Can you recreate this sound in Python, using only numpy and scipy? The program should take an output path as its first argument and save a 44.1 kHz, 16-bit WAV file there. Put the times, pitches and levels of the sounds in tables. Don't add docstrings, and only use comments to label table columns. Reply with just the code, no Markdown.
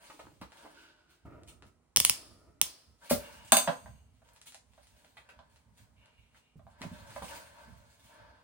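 import sys
import numpy as np
from scipy import signal
from scipy.fft import rfft, irfft
from scipy.io import wavfile
from scipy.ndimage import uniform_filter1d, map_coordinates

SR = 44100
rng = np.random.default_rng(int(sys.argv[2]) if len(sys.argv) > 2 else 0)


def persist_wave(psi):
    counts = np.round(np.clip(psi, -1, 1) * 32767).astype(np.int16)
    wavfile.write(sys.argv[1], SR, np.atleast_2d(counts).T)


N = 371763
T = np.arange(N) / SR
HIT_S = T[:24576]
HIT_MS = HIT_S * 1000
SIDE_SIGN = np.array([[1], [-1]])


def undb(db):
    return 10 ** (np.asarray(db) / 20)


def unit(x):
    return x / np.sqrt(np.sum(x ** 2))


def at_hz(points, hz):
    freq_hz, value = np.transpose(points)
    return np.interp(np.log(hz + 1), np.log(freq_hz), value)


def colour(x, spectrum, tilt_db_per_oct=0, size=4096):
    hz = np.arange(size // 2 + 1) * SR / size
    gain = undb(at_hz(spectrum, hz) + tilt_db_per_oct * np.log2(1 + hz / 1000))
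    cepstrum = irfft(np.log(gain))
    causal = np.r_[cepstrum[0], 2 * cepstrum[1:size // 2]]
    response = irfft(np.exp(rfft(causal, size)))
    return signal.fftconvolve(x, unit(response))[:len(x)]


def add(track, start_s, sound):
    start = max(int(start_s * SR), 0)
    part = sound[..., :N - start]
    track[..., start:start + part.shape[-1]] += part


def burst(fade_ms, rise_ms=0.93):
    envelope = (1 - np.exp(-(HIT_MS / rise_ms) ** 2)) * np.exp(-HIT_MS / fade_ms)
    return unit(rng.standard_normal(len(HIT_S)) * envelope)


def click(fade_ms=0.8, rise_ms=0.35):
    spectrum = rfft(burst(fade_ms, rise_ms))
    flat = irfft(spectrum / (np.abs(spectrum) + 1e-9))
    return unit(flat * (HIT_MS < 10 * fade_ms))


def ring(modes):
    return unit(sum(rng.choice([-1, 1]) * undb(db - 60 * HIT_S / t60_s) * np.sin(2 * np.pi * hz * HIT_S)
                    for hz, db, t60_s in modes))


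def wander(rate_hz):
    hold = int(SR / rate_hz)
    held = np.repeat(rng.standard_normal(N // hold + 1), hold)
    return uniform_filter1d(held, hold)[:N]


def strokes(rows, rise_share=0.38, fall_db=18.5):
    power = np.zeros(N)
    for peak_s, length_s, level_db in rows:
        phase = (T - peak_s) / length_s
        swell = np.sin(np.pi / 2 * np.clip(1 + phase / rise_share, 0, 1))
        power += (swell * undb(level_db - fall_db * np.clip(phase, 0, 10))) ** 2
    return np.sqrt(power)


def fidget(level_db, from_s=4.6, until_s=6.4, rate_hz=12, spread_db=3.5):
    bent = uniform_filter1d(1. * ((T > from_s) & (T < until_s)), int(SR / rate_hz))
    return bent * undb(level_db + spread_db * wander(rate_hz))


def friction(speed, spectrum, grain_db, grain_samples=24):
    strengths = undb(grain_db * rng.exponential(size=N // grain_samples + 1).clip(max=6))
    grains = np.repeat(strengths, grain_samples)[:N] * rng.standard_normal(N)
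    return speed * np.sqrt(N) * unit(colour(grains, spectrum))


def rasp(speed, spectrum, grain_db, drift_share=0.02, slip_db=2.5):
    position = np.cumsum(1 + drift_share * wander(rate_hz=9))
    steady = friction(0.98, spectrum, grain_db)
    drifting = map_coordinates(steady, [position], order=3, mode="mirror")
    return speed * undb(slip_db * wander(rate_hz=55)) * drifting


# freq_hz, t60_s
ROOM_DECAY = [(100, 0.043), (260, 0.26), (700, 0.19), (1800, 0.2), (5000, 0.19), (10000, 0.33),
              (15000, 0.043)]


def reflections(tail_db=-27, tail_stretch=4.07, build_ms=3, alike_hz=300):
    hz = np.arange(len(HIT_S) // 2 + 1) * SR / len(HIT_S)
    mid, side = rfft(rng.standard_normal((2, len(HIT_S))))
    alike = 0.6 / (1 + (hz / alike_hz) ** 2)
    noise = mid * np.sqrt(1 + alike) + side * np.sqrt(1 - alike) * SIDE_SIGN
    edges_hz = np.r_[0, 125 * 2 ** np.arange(8), SR / 2]
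    out = 0
    for lo, hi in zip(edges_hz, edges_hz[1:]):
        band = irfft(noise * (hz >= lo) * (hz < hi))
        fall_db = -60 * HIT_S / at_hz(ROOM_DECAY, (lo + hi) / 2)
        out = out + band * (undb(fall_db) + undb(tail_db + fall_db / tail_stretch))
    build_up = 1 - np.exp(-(HIT_MS / build_ms) ** 2)
    return np.sqrt(2) * unit(out * build_up)


def in_room(x, echoes, room_db, left_lag_samples=4):
    response = undb(room_db) * echoes
    response[0, left_lag_samples] += 1
    response[1, 0] += 1
    response /= np.sqrt(1 + undb(2 * room_db))
    return signal.fftconvolve(x[None], response, axes=1)[:, :len(x)]


# freq_hz, gain_db
AIR_SPECTRUM = [(22, -20), (60, 7.5), (110, -5), (230, -4.5), (350, -16.5), (600, -12.5), (950, -16.5),
                (3000, -28.5), (6000, -30.5), (9500, -28), (11500, -40), (16000, -40.5)]


def air():
    hush = colour(rng.standard_normal(N), AIR_SPECTRUM)
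    return undb(-71.5) * in_room(hush, reflections(), room_db=1.4)


# peak_s, length_s, level_db
SWISH_STROKES = [(.12, 0.45, -59), (.64, 0.23, -62), (.81, 0.07, -63), (1.13, 0.06, -68.5),
                 (1.49, 0.036, -58), (1.67, 0.029, -70), (3.06, 0.068, -58.5), (3.28, 0.39, -59),
                 (3.48, 0.11, -60.5), (4.33, 0.32, -72.5), (4.48, 0.047, -58.5), (4.82, 0.15, -70.5),
                 (5.02, 0.44, -68), (5.56, 0.13, -70.5), (5.8, 0.11, -69), (6.37, 0.064, -68.5),
                 (6.71, 0.064, -74.5), (6.84, 0.074, -57.5), (6.99, 0.21, -59.5), (7.15, 0.14, -54),
                 (7.34, 0.22, -50), (7.61, 1, -66.5), (7.93, 0.1, -65), (8.09, 0.14, -61.5)]
FOLD_STROKES = [(.02, 0.19, -59), (.62, 0.39, -59.5), (3.04, 0.099, -55), (3.27, 0.37, -53.5),
                (4.3, 0.2, -67.5), (5, 0.29, -72.5), (5.32, 0.35, -66.5), (5.79, 0.065, -67),
                (6.06, 0.12, -68), (6.36, 0.079, -74), (7.04, 1, -56.5), (7.33, 0.16, -46.5),
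                (7.6, 0.42, -58.5), (8.2, 0.44, -57.5)]
# freq_hz, gain_db
SWISH_SPECTRUM = [(800, -11), (1600, -12), (2200, -5.5), (3000, -7), (3900, -7), (6000, -12), (9300, -6.5),
                  (11500, -18.5), (15500, -10.5)]
FOLD_SPECTRUM = [(110, -24.5), (240, -4), (380, -18.5), (500, -6.5), (600, 5), (760, -9), (930, 1.5),
                 (1250, -9), (1540, -0.5), (1850, -9.5), (2800, -16.5), (5000, -20), (9000, -50)]
TICK_SPECTRUM = [(150, -19.5), (600, -9.5), (1000, -3.5), (3300, 0.5), (6000, -2.5), (9500, -0.5),
                 (16000, -22)]


def clothes():
    sliding = np.hypot(strokes(SWISH_STROKES, rise_share=0.84, fall_db=22.5), fidget(-86.5))
    folding = np.hypot(strokes(FOLD_STROKES), fidget(-79.5))
    swish = friction(sliding, SWISH_SPECTRUM, grain_db=4.5)
    rub = friction(folding, FOLD_SPECTRUM, grain_db=2, grain_samples=48)
    creases = friction(undb(-8) * sliding, TICK_SPECTRUM, grain_db=6)
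    return in_room(swish + rub + creases, reflections(), room_db=5.5)


# peak_s, length_s, level_db
PADDING_STROKES = [(.2, 0.22, -59), (.66, 0.12, -53.5)]
SCRAPE_STROKES = [(.66, 0.28, -64), (.8, 0.27, -58), (1.13, 0.17, -70)]
# freq_hz, gain_db
PADDING_SPECTRUM = [(100, -21.5), (170, -19), (300, -7), (480, -12), (900, -14.5), (6000, -60)]
SCRAPE_SPECTRUM = [(200, -19.5), (355, -3), (520, -21), (1150, -16), (1400, -2), (1500, 1.5), (1610, -8),
                   (1800, -17), (2700, -9), (4500, -16), (10000, -32.5)]
BUMP_SPECTRUM = [(180, -9), (380, -9), (520, 1), (740, -4), (950, -1), (1280, -2), (1650, -11), (2400, -12),
                 (4000, -19), (12000, -33)]
# start_s, thump_db, knock_db
HELMET_BUMPS = [(0.097, -34, -19), (0.19, -42, -19), (0.416, -19, -17), (0.651, -40, -27)]
# pitch_hz, gain_db, t60_s
HELMET_MODES = [(126, 2, 0.048), (193.5, 1.5, 0.037), (291.7, -1, 0.0081), (537, 4, 0.0082)]


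def helmet():
    out = friction(strokes(PADDING_STROKES), PADDING_SPECTRUM, grain_db=7, grain_samples=48)
    out += rasp(strokes(SCRAPE_STROKES), SCRAPE_SPECTRUM, grain_db=2.5)
    for start_s, thump_db, knock_db in HELMET_BUMPS:
        thump = undb(thump_db) * ring(HELMET_MODES)
        knock = undb(knock_db) * colour(burst(fade_ms=6, rise_ms=6), BUMP_SPECTRUM)
        add(out, start_s, thump + knock)
    return in_room(out, reflections(), room_db=-0.5)


# peak_s, length_s, level_db
WEIGHT_SHIFTS = [(.28, 0.23, -59.5), (.43, 0.13, -59), (1.265, 0.05, -48.5), (1.34, 0.34, -55.5),
                 (1.53, 0.32, -62), (1.66, 0.054, -56), (2.28, 0.33, -61), (2.49, 0.16, -63),
                 (2.9, 0.11, -62.5), (3.135, 0.092, -43), (3.42, 0.48, -58.5), (3.88, 0.19, -50),
                 (4.06, 0.54, -64.5), (4.94, 0.068, -62), (5.39, 0.089, -63), (5.7, 0.15, -62),
                 (5.82, 0.089, -57.5), (6, 0.11, -63), (6.2, 0.067, -60.5), (6.58, 0.05, -51.5),
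                 (6.66, 0.15, -56.5), (6.85, 0.065, -48), (7.02, 0.73, -54.5), (7.23, 0.052, -47.5),
                 (7.4, 0.085, -68), (7.73, 0.25, -54.5), (8.06, 0.099, -63), (8.24, 0.23, -61)]
# freq_hz, gain_db
RUMBLE_SPECTRUM = [(22, -23), (42, -22.5), (58, -6.5), (68, 4), (80, -6), (100, -3), (120, -7),
                   (160, -15.5), (230, -13), (400, -52)]


def board_rumble(jolt_s=0.06, tug_db=-64.5, blow_db=-47):
    jolts = [(start_s + jolt_s / 2, jolt_s, level_db + jolt_db)
             for events, jolt_db in [(BUCKLE_TEETH, tug_db), (FLOOR_BLOWS, blow_db)]
             for start_s, level_db, *_ in events]
    load = np.hypot(strokes(WEIGHT_SHIFTS + jolts, rise_share=0.35, fall_db=18), fidget(-72))
    mid, side = (friction(load, RUMBLE_SPECTRUM, grain_db=-5) for _ in range(2))
    return mid + undb(-7.5) * side * SIDE_SIGN


# start_s, relative_db, length_ms, tilt_db_per_oct
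BOOT_SCUFFS = [(0.412, -50, 3.9, -4), (3.093, -25.5, 21, 3), (4.455, -59, 7.6, 2), (6.807, -59, 4.6, -5)]
# freq_hz, gain_db
SCUFF_SPECTRUM = [(500, -17.5), (1000, 2.5), (1550, -3), (2800, -6.5), (3600, -4.5), (6800, -12.5),
                  (11400, -6), (12600, -14.5), (15300, -5.5), (16500, -20)]


def scuffs():
    out, echoes = np.zeros((2, N)), reflections()
    for start_s, relative_db, length_ms, tilt_db_per_oct in BOOT_SCUFFS:
        contact = burst(fade_ms=0.58 * length_ms, rise_ms=0.9 * length_ms)
        brush = colour(contact, SCUFF_SPECTRUM, tilt_db_per_oct)
        add(out, start_s, undb(relative_db + 29) * in_room(brush, echoes, room_db=0))
    return out


# start_s, relative_db, heel_hz, boom_vs_heel_db
FOOTFALLS = [(0.414, -56, 335, 8.5), (3.111, -19, 586, -6), (3.525, -36.5, 247, 2), (3.678, -38, 236, 7.5),
             (6.557, -50, 132, -5.5), (6.811, -42.5, 209, -7), (6.83, -53, 393, -16),
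             (6.851, -37, 178, -28), (6.915, -42, 184, -8), (7.228, -43, 189.7, -32),
             (7.678, -57, 196, 1.5)]
# freq_hz, gain_db
BOOM_SPECTRUM = [(22, -38.5), (45, -23), (70, -9.5), (120, -18), (180, 1.5), (245, 4), (320, -16),
                 (450, -11), (900, -22), (3000, -52.5)]


def steps(heel_t60_s=0.055):
    out, echoes = np.zeros((2, N)), reflections()
    for start_s, relative_db, heel_hz, boom_vs_heel_db in FOOTFALLS:
        heel = in_room(ring([(heel_hz, 0, heel_t60_s)]), echoes, room_db=-0.38)
        boom = colour(burst(fade_ms=9.1, rise_ms=1.1), BOOM_SPECTRUM)
        boards = in_room(boom, echoes, room_db=0.98)
        step = unit(heel) + undb(boom_vs_heel_db) * unit(boards)
        add(out, start_s, undb(relative_db + 29.5) * step)
    return out


# start_s, level_db, tilt_db_per_oct, room_db
FASTENER_TICKS = [(0.52, -27.5, -8, 1), (1.434, -36, -1.5, -7), (1.623, -28, -9, -1), (1.667, -42, 0, 2),
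                  (3.045, -36.5, -1, -3), (3.474, -27, 2.5, 10), (4.289, -38.5, -4, -1),
                  (4.334, -34, 22, 2.5), (4.362, -33, -3, 3), (4.415, -27, 1, -1), (4.464, -23, 10, 12),
                  (4.522, -28, -1, 2), (4.545, -22, 0, 0), (4.735, -40.5, -6, 1), (4.87, -36, 0.5, 1.5),
                  (5.047, -35.5, -6.5, -2), (5.56, -37.5, -4.5, 3), (6.058, -39, -3.5, -3),
                  (6.374, -42, -7, 2), (6.817, -18, -5, -1.5), (7.105, -26, -9, 3)]


def fasteners():
    out, echoes = np.zeros((2, N)), reflections()
    for start_s, level_db, tilt_db_per_oct, room_db in FASTENER_TICKS:
        tick = colour(click(), TICK_SPECTRUM, tilt_db_per_oct)
        add(out, start_s, undb(level_db) * in_room(tick, echoes, room_db))
    return out


# peak_s, length_s, level_db
STRAP_PULLS = [(1.254, 0.26, -51.5), (1.627, 0.042, -57), (2.14, 0.53, -59)]
# freq_hz, gain_db
STRAP_SPECTRUM = [(110, -6), (200, -6.5), (300, 2.5), (480, -7.5), (665, -4.5), (790, -15.5), (900, -11),
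                  (1080, -20.5), (1295, -4), (1550, -24.5), (1900, -21), (2400, -23), (3200, -35),
                  (9000, -52.5)]


def chin_strap():
    speed = strokes(STRAP_PULLS, rise_share=0.008, fall_db=12.5)
    return in_room(rasp(speed, STRAP_SPECTRUM, grain_db=0.5), reflections(), room_db=-2.5)


# start_s, level_db, room_db, latch_hz, catch_db, tooth_hz, tooth_db, thump_db
BUCKLE_TEETH = [(1.9617, 8.5, -9, 2950, 0, 14900, -3, -16), (1.9709, 10, -10.5, 3250, 2, 9900, -2, -12),
                (2.0013, 8, -9.5, 3450, -5, 14200, -3, -13), (2.0495, 11.5, -8.5, 2900, -8, 9500, 3, -24),
                (2.0965, 9.5, -10.5, 2700, -2, 14400, 1, -18),
                (2.6143, 10.5, -12.5, 3350, 2, 14800, -1, -20)]
# freq_hz, gain_db
CRACK_SPECTRUM = [(60, -30), (130, -30.5), (300, -13.5), (700, -17), (1050, -3.5), (1500, -11.5),
                  (2500, -1.5), (4200, -1.5), (6400, 2), (7400, 1), (9300, 8), (12000, -3), (14700, -1.5),
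                  (16500, -5.5)]
SHELL_SPECTRUM = [(300, -11.5), (1100, -7), (2000, -12), (4200, -7), (5250, -1.5), (6300, -24.5),
                  (9400, -15.5), (15000, -41.5)]


def buckle(catch_hz=5480, rise_ms=0.35, thump_lag_s=0.008):
    out, echoes = np.zeros((2, N)), reflections()
    onset = np.minimum(HIT_MS / rise_ms, 1)
    for start_s, level_db, room_db, latch_hz, catch_db, tooth_hz, tooth_db, thump_db in BUCKLE_TEETH:
        parts = [(latch_hz, -6.5, 0.005), (catch_hz, catch_db, 0.005), (tooth_hz, tooth_db, 0.0026)]
        plastic = sum(undb(db) * ring([(hz, 0, t60_s)]) for hz, db, t60_s in parts)
        crack = colour(click(), CRACK_SPECTRUM)
        snap = unit(plastic * onset + undb(5) * crack)
        shell = colour(burst(fade_ms=90), SHELL_SPECTRUM)
        add(out, start_s, undb(level_db) * in_room(snap, echoes, room_db, left_lag_samples=3))
        add(out, start_s, undb(level_db - 26) * in_room(shell, echoes, room_db=0, left_lag_samples=3))
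        add(out, start_s + thump_lag_s, undb(thump_db) * ring(HELMET_MODES))
    return out


# peak_s, length_s, level_db
BREECHES_STROKES = [(3.07, 0.11, -63), (3.3, 0.63, -61.5), (6.04, .25, -67.5), (6.24, .35, -73),
                    (6.45, 0.14, -71.5)]
# freq_hz, gain_db
BREECHES_SPECTRUM = [(800, -27), (1900, -15), (2360, -2.5), (2550, -8.5), (2780, 2), (3050, -8.5),
                     (3800, -12), (5000, -26), (10000, -28)]


def breeches():
    hiss = rasp(strokes(BREECHES_STROKES), BREECHES_SPECTRUM, grain_db=3.5)
    return in_room(hiss, reflections(), room_db=3)


# start_s, relative_db, fade_ms, tilt_db_per_oct, room_db
METAL_STRIKES = [(3.52, -8, 1.6, 2.5, -1.5), (3.568, -13, 2.2, 0.5, -2)]
# freq_hz, gain_db
CLACK_SPECTRUM = [(900, -12), (1900, -5.5), (3300, 1), (4600, -1), (5400, -5.5), (6400, 3.5), (7700, 0),
                  (8350, 9), (10400, -3), (11400, -6), (12600, -6.5), (13900, 1), (15000, 0.5),
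                  (16200, -18.5)]
# pitch_hz, gain_db, t60_s
FITTING_MODES = [(3579, 1, .22), (4910, -9, .22), (6112, -10, .22), (6598, -6, .17), (8173, -3, .17),
                 (8350, 4, .19), (8539, -1, .17), (13718, -3, .1), (13847, -2, .1)]


def metal_clacks():
    out, echoes = np.zeros((2, N)), reflections()
    for start_s, relative_db, fade_ms, tilt_db_per_oct, room_db in METAL_STRIKES:
        crack = in_room(colour(burst(fade_ms), CLACK_SPECTRUM, tilt_db_per_oct), echoes, room_db)
        fittings = in_room(ring(FITTING_MODES), echoes, room_db=-9.5)
        add(out, start_s, undb(relative_db + 21.5) * (crack + undb(-6) * fittings))
    return out


# start_s, relative_db, cutoff_hz, fade_ms
FLOOR_BLOWS = [(3.522, -7, 2000, 1.5), (3.569, -15.5, 1880, 2.4), (3.674, -13, 1800, 9.8),
               (3.859, -39, 1480, 6), (4.218, -53.5, 1510, 5.4), (4.546, -47, 1400, 4),
               (4.777, -47.5, 1884, 7.5), (5.044, -53, 2023, 3.4), (5.39, -43, 1827, 2.2),
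               (6.593, -48.5, 1166, 3.2), (6.667, -43.5, 1180, 1.3), (6.8, -53, 1500, 17),
               (6.835, -36, 2210, 7), (7.161, -28, 1660, 6.9), (7.221, -30, 1140, 3.4)]
# freq_hz, gain_db
BLOW_SPECTRUM = [(80, -29), (230, -17), (340, -32), (480, -10), (600, 4), (760, -1), (950, -3.5),
                 (1280, -8), (1580, -6), (1900, -11), (4000, -8), (12000, -15.5)]
# pitch_hz, gain_db, t60_s
BOARD_MODES = [(208.5, -3, 0.15), (246.4, -2.5, 0.22), (590, -4, 0.1), (641, 2.5, 0.13), (680, -1, 0.12),
               (797, 2, 0.13), (900, -1.5, 0.08), (1016, 4, 0.24), (1020, -1, 0.14), (1150, -5, 0.16),
               (1387, -8, .18), (1556, 4.5, 0.15), (1668, -6, 0.079)]


def floor_knocks():
    out, echoes = np.zeros((2, N)), reflections()
    for start_s, relative_db, cutoff_hz, fade_ms in FLOOR_BLOWS:
        body = in_room(colour(burst(fade_ms, rise_ms=0.66), BLOW_SPECTRUM), echoes, room_db=0.8)
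        boards = in_room(ring(BOARD_MODES), echoes, room_db=-2.8)
        softness = signal.butter(2, cutoff_hz, fs=SR, output="sos")
        knock = unit(signal.sosfilt(softness, body + undb(-10) * boards))
        add(out, start_s, undb(relative_db + 21.5) * knock)
    return out


# start_s, level_db
BOOT_SLAPS = [(5.169, -21.5), (5.289, -22), (6.346, -35.5), (6.816, -15)]
# freq_hz, gain_db
SLAP_SPECTRUM = [(200, -20), (550, -5.5), (950, 3.5), (1600, 0), (2300, -1), (3600, -7.5), (6000, -21.5),
                 (10000, -19.5), (16000, -29)]


def slaps():
    out, echoes = np.zeros((2, N)), reflections()
    for start_s, level_db in BOOT_SLAPS:
        slap = colour(burst(fade_ms=4.8, rise_ms=0.49), SLAP_SPECTRUM)
        add(out, start_s, undb(level_db) * in_room(slap, echoes, room_db=4.9))
    return out


def scene():
    return (air() + clothes() + helmet() + board_rumble() + scuffs() + steps() + fasteners()
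            + chin_strap() + buckle() + breeches() + metal_clacks() + floor_knocks() + slaps())


def record(dry, bass_hz=380, notch_hz=12100, low_cut_hz=38, top_hz=16400):
    bass = signal.sosfilt(signal.butter(1, bass_hz, fs=SR, output="sos"), dry)
    stereo = dry - 0.23 * bass * SIDE_SIGN
    stereo = signal.lfilter(*signal.iirnotch(notch_hz, Q=6, fs=SR), stereo)
    stereo = signal.sosfilt(signal.butter(1, low_cut_hz, "high", fs=SR, output="sos"), stereo)
    rounded = 0.8 * np.tanh(stereo / 0.8)
    return signal.sosfilt(signal.ellip(10, 0.2, 90, top_hz, fs=SR, output="sos"), rounded)


dry = scene()
out = record(dry)
persist_wave(out)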